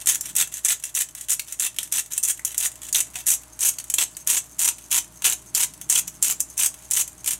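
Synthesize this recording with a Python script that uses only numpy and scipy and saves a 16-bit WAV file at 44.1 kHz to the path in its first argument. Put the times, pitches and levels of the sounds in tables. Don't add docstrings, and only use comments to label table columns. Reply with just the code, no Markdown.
import sys
import numpy as np
from scipy import signal
from scipy.fft import rfft, irfft
from scipy.io import wavfile

SR = 44100
rng = np.random.default_rng(int(sys.argv[2]) if len(sys.argv) > 2 else 0)


def dump(signal):
    limited = np.clip(np.atleast_2d(signal).T, -1, 1)
    pcm = np.round(limited * 32767).astype(np.int16)
    wavfile.write(sys.argv[1], SR, pcm)


N = 325879
T = np.arange(N) / SR


def amp(db):
    return 10 ** (np.asarray(db) / 20)


def evened(x):
    return x / np.sqrt(np.mean(x ** 2) + 1e-20)


def unit(x):
    return x / np.linalg.norm(x)


def read(points, hz):
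    f, value = np.transpose(points)
    return np.interp(np.log(hz + 1), np.log(f), value)


def over_time(points):
    return np.interp(T, *np.transpose(points))


def add(mix, s, sound):
    part = mix[max(round(s * SR), 0):][:len(sound)]
    part += sound[:len(part)]


def through(x, response):
    return signal.oaconvolve(x, response)[:N]


def colour(points, peaks=(), size=2048):
    hz = abs(np.fft.fftfreq(size, 1 / SR))
    db = read(points, hz)
    for centre, width, lift in peaks:
        db = db + lift / (1 + (2 * (hz - centre) / width) ** 2)
    log_spectrum = np.conj(signal.hilbert(np.log(amp(db))))
    return unit(np.fft.ifft(np.exp(log_spectrum)).real)


def moving(x, response, size=900):
    out, padded = np.zeros(N + size), np.pad(x, (size, 2 * size))
    fade = np.sin(np.pi * np.arange(2 * size) / (2 * size))
    for i in range(0, N + size, size):
        block = padded[i:i + 2 * size] * fade
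        add(out, i / SR, signal.fftconvolve(block, response()))
    return out[size:]


def whistle(hz, width_hz, n):
    r = np.exp(-np.pi * width_hz / SR)
    noise = rng.standard_normal(n) + 1j * rng.standard_normal(n)
    slow = signal.lfilter([1], [1, -2 * r, r * r], noise)
    return evened((slow * np.exp(2j * np.pi * hz * T[:n])).real)


def burst(decay, rise=0.00013, size=600):
    t = T[:size]
    envelope = np.exp(-t / decay) * (1 - np.exp(-t / rise))
    return unit(rng.standard_normal(size) * envelope)


def pelting(length, per_s, spread_db):
    n = max(round(length * SR), 100)
    chance, force = rng.random(n), rng.exponential(1, n)
    return evened((chance < per_s / SR) * amp(spread_db * np.minimum(force, 3)))


def strike(impacts, decay, count=120):
    spot = rng.integers(0, count, N)
    bursts, out = [burst(decay) for _ in range(count)], np.zeros(N)
    for i in np.flatnonzero(impacts):
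        add(out, i / SR, impacts[i] * bursts[spot[i]])
    return out


# (f/Hz, relative level per Hz/dB)
AIR_SPECTRUM = [(25, -23), (60, 0), (90, -8), (160, 0.5), (225, -8), (290, -0.5), (500, -12), (900, -6.5),
                (1500, -10), (3000, -16.5), (6000, -17.5), (10000, -12), (15000, -33)]
# (f/Hz, rms level before the swell/dB)
HUM_PARTIALS = [(58.1, -60), (116.1, -63.5), (622, -68.5), (725, -82)]
# (t/s, gain/dB)
BACKGROUND_SWELL = [(0, 3), (.8, -2), (2.2, -1.5), (3, 3.5), (4, 0.5), (7.4, 2.5)]


def background(air_db=-55.5, waver=0.024):
    spectrum = rfft(rng.standard_normal(N)) * amp(read(AIR_SPECTRUM, np.fft.rfftfreq(N, 1 / SR)))
    air = evened(irfft(spectrum, N))
    drift = evened(sum(np.sin(2 * np.pi * (f * T + rng.random())) for f in np.geomspace(.2, 3, 12)))
    hum = np.zeros(N)
    for hz, db in HUM_PARTIALS:
        wander = waver * np.sqrt(hz / HUM_PARTIALS[0][0]) * drift
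        hum += amp(db) * evened(np.sin(2 * np.pi * (hz * T + rng.random()) + wander))
    return (amp(air_db) * air + hum) * amp(over_time(BACKGROUND_SWELL))


# (t/s, level/dB)
RUSTLE_LEVEL = [(0, -62), (.4, -56.5), (.7, -77), (1.9, -61.5), (2.6, -70), (4.4, -61.5), (6.3, -55.5),
                (6.8, -67), (7.4, -57)]


def rustle(low_hz=165, high_hz=290, high_db=-4):
    dull = evened(whistle(low_hz, 80, N) + amp(high_db) * whistle(high_hz, 92, N))
    return dull * amp(over_time(RUSTLE_LEVEL))


def stray_grains(wall_db=-54, hollow_db=-69):
    ticks = pelting(N / SR, per_s=260, spread_db=5)
    return ticks * amp(wall_db), ticks * amp(hollow_db)


# (start t/s, end t/s, wall level/dB, hollow level/dB, build-up through the stroke/dB,
# level of the slide before it/dB, level of the opening hit/dB); levels are relative, before later gains
DOWNSTROKES = [(0.071, 0.156, -21.5, -32, -9, -36, -14.5), (0.364, 0.424, -22, -30.5, 2, -39.5, -13.5),
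               (0.648, 0.731, -22.5, -32, 1.5, -38.5, -13), (0.95, 1.02, -23.5, -32.5, 5.5, -42.5, -17.5),
               (1.294, 1.342, -23, -35.5, -5.5, -42, -23), (1.597, 1.671, -27, -34, 2.5, -41, -18),
               (1.923, 1.999, -23.0, -31.5, 4, -41.5, -17), (2.235, 2.311, -24.5, -37.5, 3, -37.5, -14),
               (2.579, 2.668, -24.5, -34.0, 2.5, -39.5, -13), (2.945, 3.009, -23, -31, -5.5, -39, -18),
               (3.267, 3.347, -19.5, -34, -0.5, -37.0, -18), (3.607, 3.693, -20, -33.5, 1, -68, -20),
               (3.982, 4.036, -23.5, -30.0, -1.0, -56, -25), (4.273, 4.386, -22.5, -32.5, -2.5, -53, -14),
               (4.592, 4.69, -21, -31.5, 1, -71, -16), (4.913, 4.988, -20, -28.5, 3, -50, -19.5),
               (5.243, 5.332, -22.0, -28.5, -8.5, -72, -18.5), (5.549, 5.643, -22.0, -31.5, 5, -73, -12),
               (5.898, 5.991, -20.5, -31.5, -0.5, -65, -12.5), (6.226, 6.323, -23, -33.5, -0.5, -65, -10),
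               (6.578, 6.667, -21.0, -31.5, 0.0, -63, -18), (6.91, 7.019, -21.5, -34.5, 2.5, -52.5, -15),
               (7.26, 7.338, -26, -35.5, 2.5, -74, -23)]
SLIDE_FROM_S, SLIDE_UNTIL_S = .135, 0.043


def slides(wall_db=-0.5, hollow_db=-8.0):
    out = np.zeros(N)
    for start, *_, slide_db, _ in DOWNSTROKES:
        begin = max(start - SLIDE_FROM_S, 0)
        hits = pelting(start - SLIDE_UNTIL_S - begin, per_s=1100, spread_db=5)
        add(out, begin, hits * signal.windows.tukey(len(hits), .25) * amp(slide_db))
    return out * amp(wall_db), out * amp(hollow_db)


def slide_hits(wall_db=7, hollow_db=-2, spread_db=3, count=2):
    rows = []
    for start, *_, slide_db, _ in DOWNSTROKES:
        times_ahead = rng.uniform(SLIDE_UNTIL_S, SLIDE_FROM_S, count)
        sizes_db = spread_db * rng.standard_normal(count)
        for ahead, size in zip(times_ahead, sizes_db):
            if start > ahead:
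                rows.append((start - ahead, slide_db + wall_db + size, slide_db + hollow_db + size))
    return rows


# (t/s, grip from 0 loose to 1 tight)
HAND_GRIP = [(0, 0.056), (3.1, 0.25), (3.6, 1)]


def rolls(lead_s=.105, length_s=0.081, tight_db=-52, loose_db=-30):
    out = np.zeros(N)
    for start, *_ in DOWNSTROKES:
        ticks = pelting(length_s, per_s=450, spread_db=4)
        looseness = 1 - np.interp(start, *np.transpose(HAND_GRIP))
        level = amp(tight_db + loose_db * looseness)
        add(out, start - lead_s, level * evened(ticks * np.hanning(len(ticks))))
    return out


# (f/Hz, relative level/dB)
WALL_SPECTRUM = [(3500, -36.5), (5200, -15.5), (5950, -3), (7000, -0.5), (8000, 0), (9000, -1), (10200, -5),
                 (11800, -5.5), (13000, -10), (14000, -14), (15800, -16)]


def rolling_ticks(note_hz=6400, note_decay=0.0027, note_db=-1, scratch_db=-3):
    rolling, t = rolls(), T[:SR // 40]
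    note = unit(np.cos(2 * np.pi * note_hz * t) * np.exp(-t / note_decay))
    scratch = through(strike(rolling, decay=.0005), colour(WALL_SPECTRUM))
    return amp(note_db) * through(rolling, note) + amp(scratch_db) * scratch


# (f/Hz, relative level/dB)
HOLLOW_SPECTRUM = [(100, -22.5), (250, -18), (430, -13), (540, -20), (800, -17), (1170, -14), (1500, -9.5),
                   (2000, -6.5), (2450, -2), (2900, -1.5), (3500, -1.5), (4400, -5), (5300, -6),
                   (8000, -22)]
# (f/Hz, width/Hz, lift with loose grip/dB, lift with tight grip/dB)
AIR_CAVITY = [(730, 43, 7.5, 10.5), (966, 200, 7, 10.5), (1382, 200, 7, 5.5), (1718, 76, 8, 3.5),
              (1940, 410, 8, 2.5), (2684, 85, 10, 6), (3020, 116, 7, 6), (3346, 140, 7, 3),
              (3620, 59, 8.5, -1), (3920, 110, 6.5, 1.5)]


def can(wall, hollow, ring_t60=0.05, ring_db=-6):
    t = T[:SR // 14]
    dying = amp(-60 * t / ring_t60)
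    ring = moving(wall, lambda: unit(rng.standard_normal(len(t)) * dying), size=650)
    bright = through(wall + amp(ring_db) * ring, colour(WALL_SPECTRUM))
    grip = np.clip(over_time(HAND_GRIP), 0, 1)
    loose = colour(HOLLOW_SPECTRUM, [(hz, width, db) for hz, width, db, _ in AIR_CAVITY])
    tight = colour(HOLLOW_SPECTRUM, [(hz, width, db) for hz, width, _, db in AIR_CAVITY])
    return bright + through(hollow * (1 - grip), loose) + through(hollow * grip, tight)


def reflections():
    early = np.zeros(SR // 40)
    early[rng.integers(SR // 400, len(early), 10)] = rng.choice([-1., 1.], 10)
    return unit(early)


# (f/Hz, t60/s)
KITCHEN_T60 = [(300, 0.35), (1500, 0.18), (4000, 0.19), (7000, 0.21), (11000, 0.15), (16000, 0.11)]


def reverberation(build_up=0.0029):
    hz, t, bands = signal.stft(rng.standard_normal(SR // 4), SR, nperseg=256)
    decay = amp(-60 * t / read(KITCHEN_T60, hz)[:, None])
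    tail = signal.istft(bands * decay, SR, nperseg=256)[1]
    return unit(tail * np.minimum(T[:len(tail)] / build_up, 1))


def kitchen(x, early_db=-14, tail_db=-11):
    early = moving(x, reflections, size=1100)
    tail = moving(x, reverberation, size=2800)
    return x + amp(early_db) * early + amp(tail_db) * tail


# (t/s, wall level/dB, hollow level/dB),
# relative levels
LARGE_GRAINS = [(0.0593, -21, -31), (0.209, -17, -33), (0.2568, -25.5, -32), (0.353, -20, -30),
                (0.4239, -26, -19.5), (0.54, -22.5, -44), (0.7038, -22, -18.5), (0.8378, -19.5, -29),
                (0.8528, -26, -41), (1.15, -26, -35.5), (1.2104, -24, -37), (1.2849, -25.5, -29.5),
                (1.3307, -17.5, -37), (1.3948, -18, -42), (1.524, -23.5, -37), (1.6644, -18, -21),
                (1.7635, -32, -37), (1.7858, -15, -21.5), (1.83, -21, -34), (2.1211, -25.5, -47),
                (2.134, -21, -36), (2.178, -13.5, -27), (2.2292, -20, -43), (2.3062, -17.5, -43),
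                (2.3938, -32, -55), (2.449, -12, -30.5), (2.545, -27, -30.5), (2.717, -33, -42),
                (2.927, -15.5, -33), (3.004, -13, -39), (3.1561, -23.5, -22), (3.5914, -25.5, -35),
                (3.7848, -23, -32), (3.799, -27, -32.5), (3.841, -32, -42), (3.8999, -15.5, -30),
                (3.9393, -11, -23), (3.9843, -15.5, -11.5), (4.168, -26.5, -35), (4.3764, -17, -25),
                (5.221, -27.5, -27.5), (5.2446, -20, -19.5), (5.8133, -25.5, -34), (5.904, -16, -36),
                (5.9777, -15, -25), (6.078, -21, -31), (6.3982, -32, -37), (6.4037, -11, -33),
                (6.5, -32.5, -59), (6.6605, -13, -38), (6.9714, -15, -18), (7.077, -26.5, -40.5),
                (7.244, -25.5, -33.5), (7.2765, -16, -22)]


def hard_hits(wall_db=20.0, hollow_db=17.0):
    wall, hollow = np.zeros((2, N))
    for s, bright_db, end_db in LARGE_GRAINS + stroke_hits() + return_hits() + slide_hits():
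        add(wall, s, amp(bright_db + wall_db) * burst(decay=0.0037))
        add(hollow, s, amp(end_db + hollow_db) * burst(decay=0.0047))
    return wall, hollow


def clumped(hits, clump_s, depth_db):
    knots = np.arange(0, len(hits) / SR + clump_s, clump_s)
    level_db = depth_db * np.interp(T[:len(hits)], knots, rng.standard_normal(len(knots)))
    return evened(hits * amp(level_db))


def stroke_gain(t, length, build_db, settle):
    build = amp(build_db * np.clip(2 * t / length - 1, -.5, .5))
    return build * np.exp(-2 * np.maximum(t - length, 0) / settle)


def grain_flow(settle=0.0095, shake_db=-0.5, lead=0.008, lead_db=-15):
    wall, hollow = np.zeros((2, N))
    for start, end, wall_db, end_db, build_db, *_ in DOWNSTROKES:
        hits = pelting(end - start + 3 * settle, per_s=1000, spread_db=5.5)
        hits = clumped(hits, clump_s=0.00702, depth_db=1.5)
        hits = hits * stroke_gain(T[:len(hits)], end - start, build_db, settle)
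        add(wall, start, hits * amp(wall_db + shake_db))
        add(hollow, start, hits * amp(end_db))
        first = pelting(lead, per_s=4200, spread_db=4) * amp(lead_db)
        add(wall, start - lead, first * amp(wall_db))
        add(hollow, start - lead, first * amp(end_db))
    slide_wall, slide_hollow = slides()
    stray_wall, stray_hollow = stray_grains()
    wall_drive = strike(wall + slide_wall + stray_wall, decay=0.0015)
    return wall_drive, strike(hollow + slide_hollow + stray_hollow, decay=0.002)


def stroke_hits(first_wall_db=2.0, first_hollow_db=-1.5, later_wall_db=5, later_hollow_db=-1,
                spread_db=2.5, count=3):
    rows = []
    for start, end, wall_db, end_db, build_db, _, opening_db in DOWNSTROKES:
        rows.append((start, opening_db + first_wall_db, end_db + first_hollow_db - build_db / 2))
        for share in (np.arange(count) + rng.uniform(.5, 1, count)) / count:
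            bright, dull = spread_db * rng.standard_normal(2) + build_db * (share - .5)
            s = start + share * (end - start)
            rows.append((s, wall_db + later_wall_db + bright, end_db + later_hollow_db + dull))
    return rows


def return_hits(after_s=.075, wall_db=-36, hollow_db=-43, spread_db=3):
    rows = []
    for _, end, *_ in DOWNSTROKES:
        late, size = rng.standard_normal(2)
        s = end + after_s * np.exp(.2 * late)
        rows.append((s, wall_db + spread_db * size, hollow_db + spread_db * size))
    return rows


# (t/s, f/Hz, relative level/dB)
CAP_CHINKS = [(.382, 3530, -31), (.402, 3500, -23), (1.395, 4220, -28), (1.395, 2730, -27.5),
              (1.786, 3380, -21), (2.393, 1890, -35), (2.928, 4770, -32), (2.95, 3540, -17.5),
              (3.785, 4730, -33.5), (4.149, 4700, -45), (5.549, 4820, -22), (5.96, 3100, -19),
              (6.612, 3020, -23.5)]


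def chinks(decay=0.0036, gain_db=21.5):
    out, t = np.zeros(N), T[:SR // 40]
    for s, hz, db in CAP_CHINKS:
        chink = unit(whistle(hz, 760, len(t)) * np.exp(-t / decay))
        add(out, s, amp(db + gain_db) * chink)
    return out


def scene():
    flow_wall, flow_hollow = grain_flow()
    hit_wall, hit_hollow = hard_hits()
    shaker = can(flow_wall + hit_wall, flow_hollow + hit_hollow) + rolling_ticks() + chinks()
    return (background() + rustle() + kitchen(shaker))[None]


def record(dry, ceiling=.72, edge_hz=15850):
    rounded = ceiling * np.tanh(dry / ceiling)
    low_pass = signal.firwin(401, edge_hz, window=("kaiser", 8), fs=SR)
    return signal.oaconvolve(rounded, low_pass[None], "same")


dry = scene()
out = record(dry)
dump(out)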